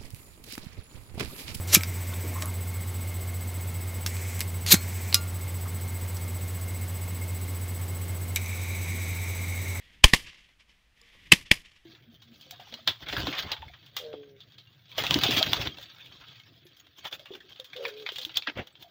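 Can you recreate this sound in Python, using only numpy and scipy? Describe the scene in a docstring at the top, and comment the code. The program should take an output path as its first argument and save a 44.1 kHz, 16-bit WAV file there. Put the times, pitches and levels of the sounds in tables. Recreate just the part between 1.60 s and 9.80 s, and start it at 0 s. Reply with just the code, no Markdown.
"""A flint lighter is struck twice over a palm, then held unlit in a closed fist that fills with gas.
Friction makes the wheel rasp, impacts of thumb and lever click and set the steel ringing, and the gas
catches with a soft thump. The turbulent jet hisses, at the end through the resonances of the fist.
Underneath, a computer fan beats against mains hum and a camera's electronics whine at their frame rate."""
import sys
import numpy as np
from scipy import signal
from scipy.fft import rfft, irfft, next_fast_len
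from scipy.io import wavfile
from scipy.ndimage import uniform_filter1d

SR = 44100
rng = np.random.default_rng(int(sys.argv[2]) if len(sys.argv) > 2 else 0)


def dump(signal):
    """Clip the signal to [-1, 1] and save it as 16-bit WAV at the path in sys.argv[1]."""
    limited = np.clip(np.atleast_2d(signal).T, -1, 1)
    pcm = np.round(limited * 32767).astype(np.int16)
    wavfile.write(sys.argv[1], SR, pcm)


N = 361619
T = np.arange(N) / SR
FILL_START_S = 6.765  # gas begins to flow into the fist

# spectrum of the gas jet: frequency_hz, gain_db
JET_SPECTRUM = [(900, -22), (1700, 6), (2250, 15), (2900, 0), (4200, -1.5), (6000, 4), (9500, -3.5),
                (12500, -5), (14000, 0.5), (16000, -33)]
# cavity modes of the fist: centre_hz, nominal_width_hz, relative_level_db
FIST_MODES = [(2226, 216, 3), (3810, 300, -9), (6150, 640, -12.5), (7850, 460, -12), (11900, 1600, -20)]


def amp(db):
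    """Decibels as an amplitude ratio."""
    return 10 ** (np.asarray(db) / 20)


def unit(x):
    """A signal scaled to rms 1."""
    return x / np.sqrt(np.mean(x ** 2) + 1e-20)


def gain_at(spectrum, hz):
    """A spectrum's gain, interpolated on a log-frequency axis."""
    f, db = np.transpose(spectrum)
    return amp(np.interp(np.log(hz + 1), np.log(f), db))


def bell(hz, centre_hz, width_hz):
    """Lorentzian resonance curve: the gain halves at width_hz from the centre."""
    return 1 / (1 + ((hz - centre_hz) / width_hz) ** 2)


def noise(gain, size=N):
    """Noise of rms 1, coloured by a function of frequency."""
    padded = next_fast_len(size, True) * 2
    spectrum = rfft(rng.standard_normal(padded)) * gain(np.fft.rfftfreq(padded, 1 / SR))
    return unit(irfft(spectrum)[:size])


def add(mix, start_s, sound):
    """Superpose a sound on the mix."""
    part = mix[max(round(start_s * SR), 0):][:len(sound)]
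    part += sound[:len(part)]


def burst(envelope, gain):
    """Coloured noise that carries the energy of its envelope."""
    return unit(envelope * noise(gain, size=len(envelope))) * np.sqrt(np.mean(envelope ** 2))


def fan_and_mains(air_db=-42):
    """Beating: fan tone and mains hum, 10 Hz apart, interfere over steady air noise."""
    # fan and mains tones: pitch_hz
    pitches = [89.97, 100.09, 166.7, 233.4, 385.5, 499.9, 898.7, 1100]
    # the same tones: rms_level_db
    levels = [-33, -43.5, -54, -57.5, -61, -66.5, -63.5, -65]
    # room air and microphone hiss: frequency_hz, gain_db
    air_spectrum = [(20, -36), (30, -18), (45, -5), (90, 0), (180, -1.5), (350, -7), (700, -11),
                    (1500, -16.5), (3000, -18.5), (6000, -23), (11000, -24), (13500, -25.5), (16000, -18.5)]
    tones = sum(amp(db) * np.sqrt(2) * np.cos(2 * np.pi * hz * T) for hz, db in zip(pitches, levels))
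    return tones + amp(air_db) * noise(lambda f: gain_at(air_spectrum, f))


def electronics(frame_hz=14.982, first_frame_s=.0056, duty=.49, idle_hz=12000, tick_decay_s=.0066):
    """Periodic gating: each frame readout brings a tick, whine and fizz; a thin tone fills the pauses."""
    # readout whine: pitch_hz, rms_level_db
    low_whine, high_whine = [(8000, -47.5), (15248, -47.5)]
    # weaker readout tones: pitch_hz, rms_level_db
    fizz_tones = [(4950, -65), (9470, -63.5), (9900, -64), (10630, -60.5), (11052, -56.5), (11488, -59),
                  (11806, -58.5), (12200, -64), (12947, -58)]
    progress = (T - first_frame_s) * frame_hz % 1 / duty  # passes 1 as the readout ends
    gate = uniform_filter1d(1. * (progress < 1), size=50)
    tone = lambda hz, db: amp(db) * np.sqrt(2) * np.sin(2 * np.pi * hz * T)
    late_fade = 1 - .91 * np.minimum(progress, 1) ** 4
    whine = tone(*low_whine) + tone(*high_whine) * late_fade
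    fizz = amp(-57) * noise(lambda f: bell(f, 10500, 4200)) + sum(tone(*row) for row in fizz_tones)
    tick = amp(-50) * np.exp(-progress * duty / frame_hz / tick_decay_s) * rng.standard_normal(N)
    return gate * (whine + fizz) + tick + (1 - gate) * tone(idle_hz, db=-60)


def faint_tone(pitch_hz=2135, width_hz=65, level_db=-54.5, flutter_db=2):
    """Random amplitude modulation makes a narrow noise band a fuzzy, fluttering tone."""
    flutter = flutter_db * noise(lambda f: bell(f, 0, 35))
    return amp(level_db + flutter) * noise(lambda f: bell(f, pitch_hz, width_hz))


def microphone_hiss(level_db=-57):
    """Self-noise in narrow, steady treble bands."""
    # hiss bands: centre_hz, width_hz, gain_db
    bands = [(8980, 200, 3.5), (12200, 260, 4), (12900, 310, -4)]
    return amp(level_db) * noise(lambda f: sum(amp(db) * bell(f, hz, width) for hz, width, db in bands))


def wheel(teeth_hz=900, bite=.3, spark_db=-22, snap_db=6, snap_s=.0035, slip_s=.0052, coast_s=.06):
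    """Stick-slip friction: the toothed wheel creeps on the flint, breaks free, surges and is braked."""
    # spins: start_s, breakaway_s, fastest_s, surge_level_db, starting_creep_db
    spins = [(0.075, .126, .1485, -12, -44), (3.063, 3.107, 3.1233, -11.5, -33.5)]
    # rasp of the flint: frequency_hz, gain_db
    flint_spectrum = [(40, -17), (150, -6), (500, -12), (1000, -11), (1800, -4.5), (4500, -1.5), (9000, -5),
                      (13000, 0.5), (16000, -16)]
    # wheel and hood resonances the thumb leaves free, a list per spin: centre_hz, height_db
    grips = [
        [(2420, -10), (5850, -1), (7100, -2), (10450, -2), (12000, -6)],
        [(4150, 4), (6750, 0), (12800, -6), (13500, 1)],
    ]
    creep_db_per_s, surge_db_per_s, brake_db_per_s = 176, 454, 1050
    out = np.zeros(N)
    for (start_s, free_s, fastest_s, surge_db, creep_db), grip in zip(spins, grips):
        t = np.arange(start_s, fastest_s + coast_s, 1 / SR)
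        driven_s = np.minimum(t, fastest_s)
        creep = amp(creep_db + creep_db_per_s * (driven_s - start_s))
        snap = snap_db * np.exp(-((t - fastest_s) / snap_s) ** 2)  # sparks tear off at full speed
        surge = amp(surge_db - surge_db_per_s * (fastest_s - driven_s) + snap)
        slipping = .5 + .5 * np.tanh((t - free_s) / slip_s)
        level = np.hypot(creep, slipping * surge) * amp(-brake_db_per_s * (t - driven_s))
        speed = np.exp(.3 * noise(lambda f: bell(f, 0, 200), size=len(t)))
        teeth = np.cumsum(teeth_hz * speed) / SR
        tooth_force = rng.uniform(.4, 1.6, 4096)[teeth.astype(int) % 4096]
        rasp = level * unit(1 - bite + 3 * bite * tooth_force * np.exp(-(teeth % 1) / .37))
        bright_share = level ** 2 / (level ** 2 + amp(spark_db) ** 2)  # grows as sparks fly
        resonances = lambda f: 1 + sum(amp(db) * bell(f, hz, 280) for hz, db in grip)
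        colour = lambda f: gain_at(flint_spectrum, f) * resonances(f)
        add(out, start_s, burst(rasp * np.sqrt(bright_share), colour))
        add(out, start_s, burst(rasp * np.sqrt(1 - bright_share), lambda f: colour(f) * bell(f, 4100, 5500)))
    return out


def clicks(rise_s=.00058, cupped_db=8):
    """Damped impacts: plastic and steel knock together, and the grip stills the case in milliseconds."""
    # lever and wheel impacts: time_s, level_db, decay_s, resonance_hz, height_db, tilt_db_per_octave
    impacts = [(.149, -13, 0.0025, 1700, 10, -0.5), (.156, -11.5, 0.003, 2300, 28, 2),
               (.2095, -28, 0.0025, 2370, 18, -1), (.235, -20.5, 0.0012, 2100, 16, 0.5),
               (.537, -36, .003, 3600, 6, -13), (.8227, -25, 0.0028, 1500, -5, -2),
               (.858, -26.5, .00084, 11100, 14, 4.5), (2.463, -20.5, .003, 5500, 3, -2.5),
               (2.472, -32, .002, 3000, -3, 5), (2.568, -35.5, .002, 4200, 4, -3),
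               (2.794, -28, .00089, 4600, 2, 3), (2.8063, -19, 0.0016, 7900, 13, 0.5),
               (2.813, -25, .0021, 2450, 5, -2), (3.0643, -22, .0012, 4500, 7, -2),
               (3.123, -7, 0.0039, 3940, 17, 6), (3.129, -3, 0.0021, 13200, 13, 16),
               (3.1415, -12, 0.0042, 6500, 2, -1), (3.5278, -19.5, 0.00095, 4400, 8, -6),
               (3.5447, -4, 0.0016, 5100, 15, 2.5), (4.569, -35.5, .0022, 5430, 15, -3),
               (6.761, -16, 0.0016, 4250, 6, 1.5), (6.763, -24, 0.0058, 2300, 12, -5),
               (6.7705, -21.5, 0.0019, 2300, 21, -3), (6.861, -34, .0015, 6200, 5, -1)]
    # response of the case: frequency_hz, gain_db
    case_spectrum = [(150, -26), (800, -16), (1400, -5), (2100, 0.5), (4000, 1), (7000, -1.5), (9500, -3.5),
                     (12500, -1), (16000, -8.5)]
    out, t = np.zeros(N), np.arange(-.003, .04, 1 / SR)
    f = np.fft.rfftfreq(len(t), 1 / SR)
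    for time_s, level_db, decay_s, hz, height_db, tilt_db in impacts:
        envelope = np.exp(-(np.minimum(t, 0) / rise_s) ** 2 - np.maximum(t, 0) / decay_s)
        tilt = amp(tilt_db * np.log2((f + 500) / 4000))
        colour = gain_at(case_spectrum, f) * tilt * (1 + amp(height_db) * bell(f, hz, 300))
        if time_s > FILL_START_S - .5:  # the closed fist colours the click
            colour *= 1 + amp(cupped_db) * sum(bell(f, mode, width / 2) for mode, width, _ in FIST_MODES)
        knock = irfft(rfft(envelope * rng.standard_normal(len(t))) * colour, len(t))
        add(out, time_s + t[0], amp(level_db) * unit(knock) * np.sqrt(np.mean(envelope ** 2)))
    return out


def steel_ring():
    """Free vibration of spring and hood; where a blow lands decides which mode leads."""
    # blows: time_s, level_db, tension_pitch_factor, lead_pitch_hz, lead_level_db, lead_t60_s
    blows = [(.15, -38.5, 1.13, 1300, -36, 0.29), (3.125, -36, 0.99, 4270, -28, 0.21),
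             (3.5445, -30, 1, 2800, -32, 0.17)]
    # spring and hood modes: base_pitch_hz, relative_level_db, t60_s
    modes = [(1170, -8, 0.25), (1406, -6.5, 0.39), (2480, -2, 0.098), (4167, -2, 0.17), (4960, -10, .13),
             (6578, -13, .18), (6800, -6, .18)]
    out, t = np.zeros(N), np.arange(SR // 2) / SR
    mode = lambda hz, db, t60: amp(db - 60 * t / t60) * np.sin(2 * np.pi * hz * t)
    for time_s, level_db, tension, *lead in blows:
        ring = sum(mode(hz * tension, level_db + db, t60) for hz, db, t60 in modes)
        add(out, time_s, mode(*lead) + ring)
    return out


def gas_jets(low_hz=7800, high_hz=13900):
    """Turbulent nozzle flow hisses with two fuzzy whistles; the upper is stronger when the gas burns."""
    # releases into open air: start_s, end_s, level_db, low_whistle_height_db, high_whistle_height_db
    releases = [(0.159, 0.83, -47.5, 0, 10), (2.465, 2.804, -45, 9, -10), (3.124, 3.558, -46, 6, 3)]
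    out = np.zeros(N)
    for start_s, end_s, level_db, low_db, high_db in releases:
        valve = signal.windows.tukey(round((end_s - start_s) * SR), .04)
        whistles = lambda f: 1 + amp(low_db) * bell(f, low_hz, 310) + amp(high_db) * bell(f, high_hz, 450)
        add(out, start_s, amp(level_db) * burst(valve, lambda f: gain_at(JET_SPECTRUM, f) * whistles(f)))
    return out


def ignitions(fall_per_s=11, overtone=.18, rush_db=-7.5):
    """Thermal expansion: the swelling flame pushes the air in a falling thump with a dull rush."""
    # the gas catches: time_s, level_db, half_length_s, glide_start_hz
    thumps = [(0.173, -20.5, 0.0058, 180.6), (3.1413, -14.5, 0.0084, 180.6)]
    out, t = np.zeros(N), np.arange(-.04, .06, 1 / SR)
    for time_s, level_db, half_length_s, hz in thumps:
        swell = amp(level_db) * np.exp(-(t / half_length_s) ** 2)
        angle = 2 * np.pi * (np.cumsum(hz * np.exp(-fall_per_s * t)) / SR + rng.random())
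        rush = amp(rush_db) * burst(swell, lambda f: bell(f, 275, 130) * f / (f + 80))
        add(out, time_s + t[0], swell * (np.sin(angle) + overtone * np.sin(2 * angle)) + rush)
    return out


def puffs():
    """Flame flutter and the friction of skin on cloth give soft swells of low band noise."""
    # swells: time_s, level_db, half_length_s, centre_hz, width_hz
    swells = [(0.533, -45.5, .012, 1090, 300), (.647, -38.5, 0.012, 350, 120), (0.677, -49, 0.1, 400, 400),
              (0.774, -40.5, .021, 1050, 180), (0.834, -38.5, 0.0068, 350, 500),
              (0.854, -45.5, 0.038, 1090, 200), (4.067, -45, 0.012, 1100, 200),
              (8.156, -45, 0.011, 1050, 400)]
    out, t = np.zeros(N), np.arange(-.15, .15, 1 / SR)
    for time_s, level_db, half_length_s, hz, width_hz in swells:
        puff = burst(np.exp(-(t / half_length_s) ** 2), lambda f: bell(f, hz, width_hz) * f / (f + 80))
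        add(out, time_s + t[0], amp(level_db) * puff)
    return out


def fist(level_db=-41, swell_db=6, swell_s=.084, leak_db=-8, flutter_db=.5):
    """Cavity resonance: the jet excites the fist's hollow, whose lowest mode sinks as the grip settles."""
    t = np.arange(N - round(FILL_START_S * SR)) / SR
    flow_db = level_db - swell_db * np.exp(-t / swell_s)
    sinking = 1.035 - .042 * t  # factor on the lowest mode's frequency
    cavity = 0
    for k, (hz, width_hz, mode_db) in enumerate(FIST_MODES):
        cycles = hz * (np.cumsum(sinking) / SR if k == 0 else t)
        real, imag = (noise(lambda f: bell(f, 0, width_hz * .75), size=len(t)) for _ in range(2))
        band = ((real + 1j * imag) * np.exp(2j * np.pi * cycles)).real  # noise shifted up to the mode
        cavity += amp(mode_db) * np.sqrt(width_hz) * band
    hiss = unit(cavity) + amp(leak_db) * noise(lambda f: gain_at(JET_SPECTRUM, f), size=len(t))
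    flutter = flutter_db * noise(lambda f: bell(f, 0, 8.5), size=len(t))
    out = np.zeros(N)
    add(out, FILL_START_S, hiss * amp(flow_db + flutter))
    return out


def room(direct, near_db=-13, near_t60_s=.037, far_db=-15, far_t60_s=.096):
    """Reverberation: quick scatter from body and desk, and the short tail of a furnished room."""
    t = np.arange(SR // 4) / SR
    out = direct.copy()
    for db, t60 in ((near_db, near_t60_s), (far_db, far_t60_s)):
        tail = noise(lambda f: bell(f, 0, 14000), size=len(t)) * amp(-60 * t / t60) * (t > .006)
        out += amp(db) * signal.oaconvolve(direct, tail / np.linalg.norm(tail))[:N]
    return out


def scene():
    """Superposition: the lighter is central; a level difference sets the fan's drone slightly right."""
    # balance of the drone, left then right: gain_db
    drone_pan = [
        [-.5],
        [.5],
    ]
    lighter = room(wheel() + clicks() + puffs()) + ignitions() + steel_ring() + gas_jets() + fist()
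    air = fan_and_mains()
    drone = irfft(rfft(air) * bell(np.fft.rfftfreq(N, 1 / SR), 0, 1100) ** 2, N)
    centre = lighter + electronics() + faint_tone() + microphone_hiss() + air - drone
    return centre + drone * amp(drone_pan)


def record(dry, cutoff_hz=15800):
    """Hard clipping flattens peaks above full scale; a low-pass filter then limits the band."""
    lowpass = signal.firwin(511, cutoff_hz, window=("kaiser", 9), fs=SR)
    return signal.oaconvolve(np.clip(dry, -1, 1), lowpass[None], "same")


dry = scene()
out = record(dry)
dump(out)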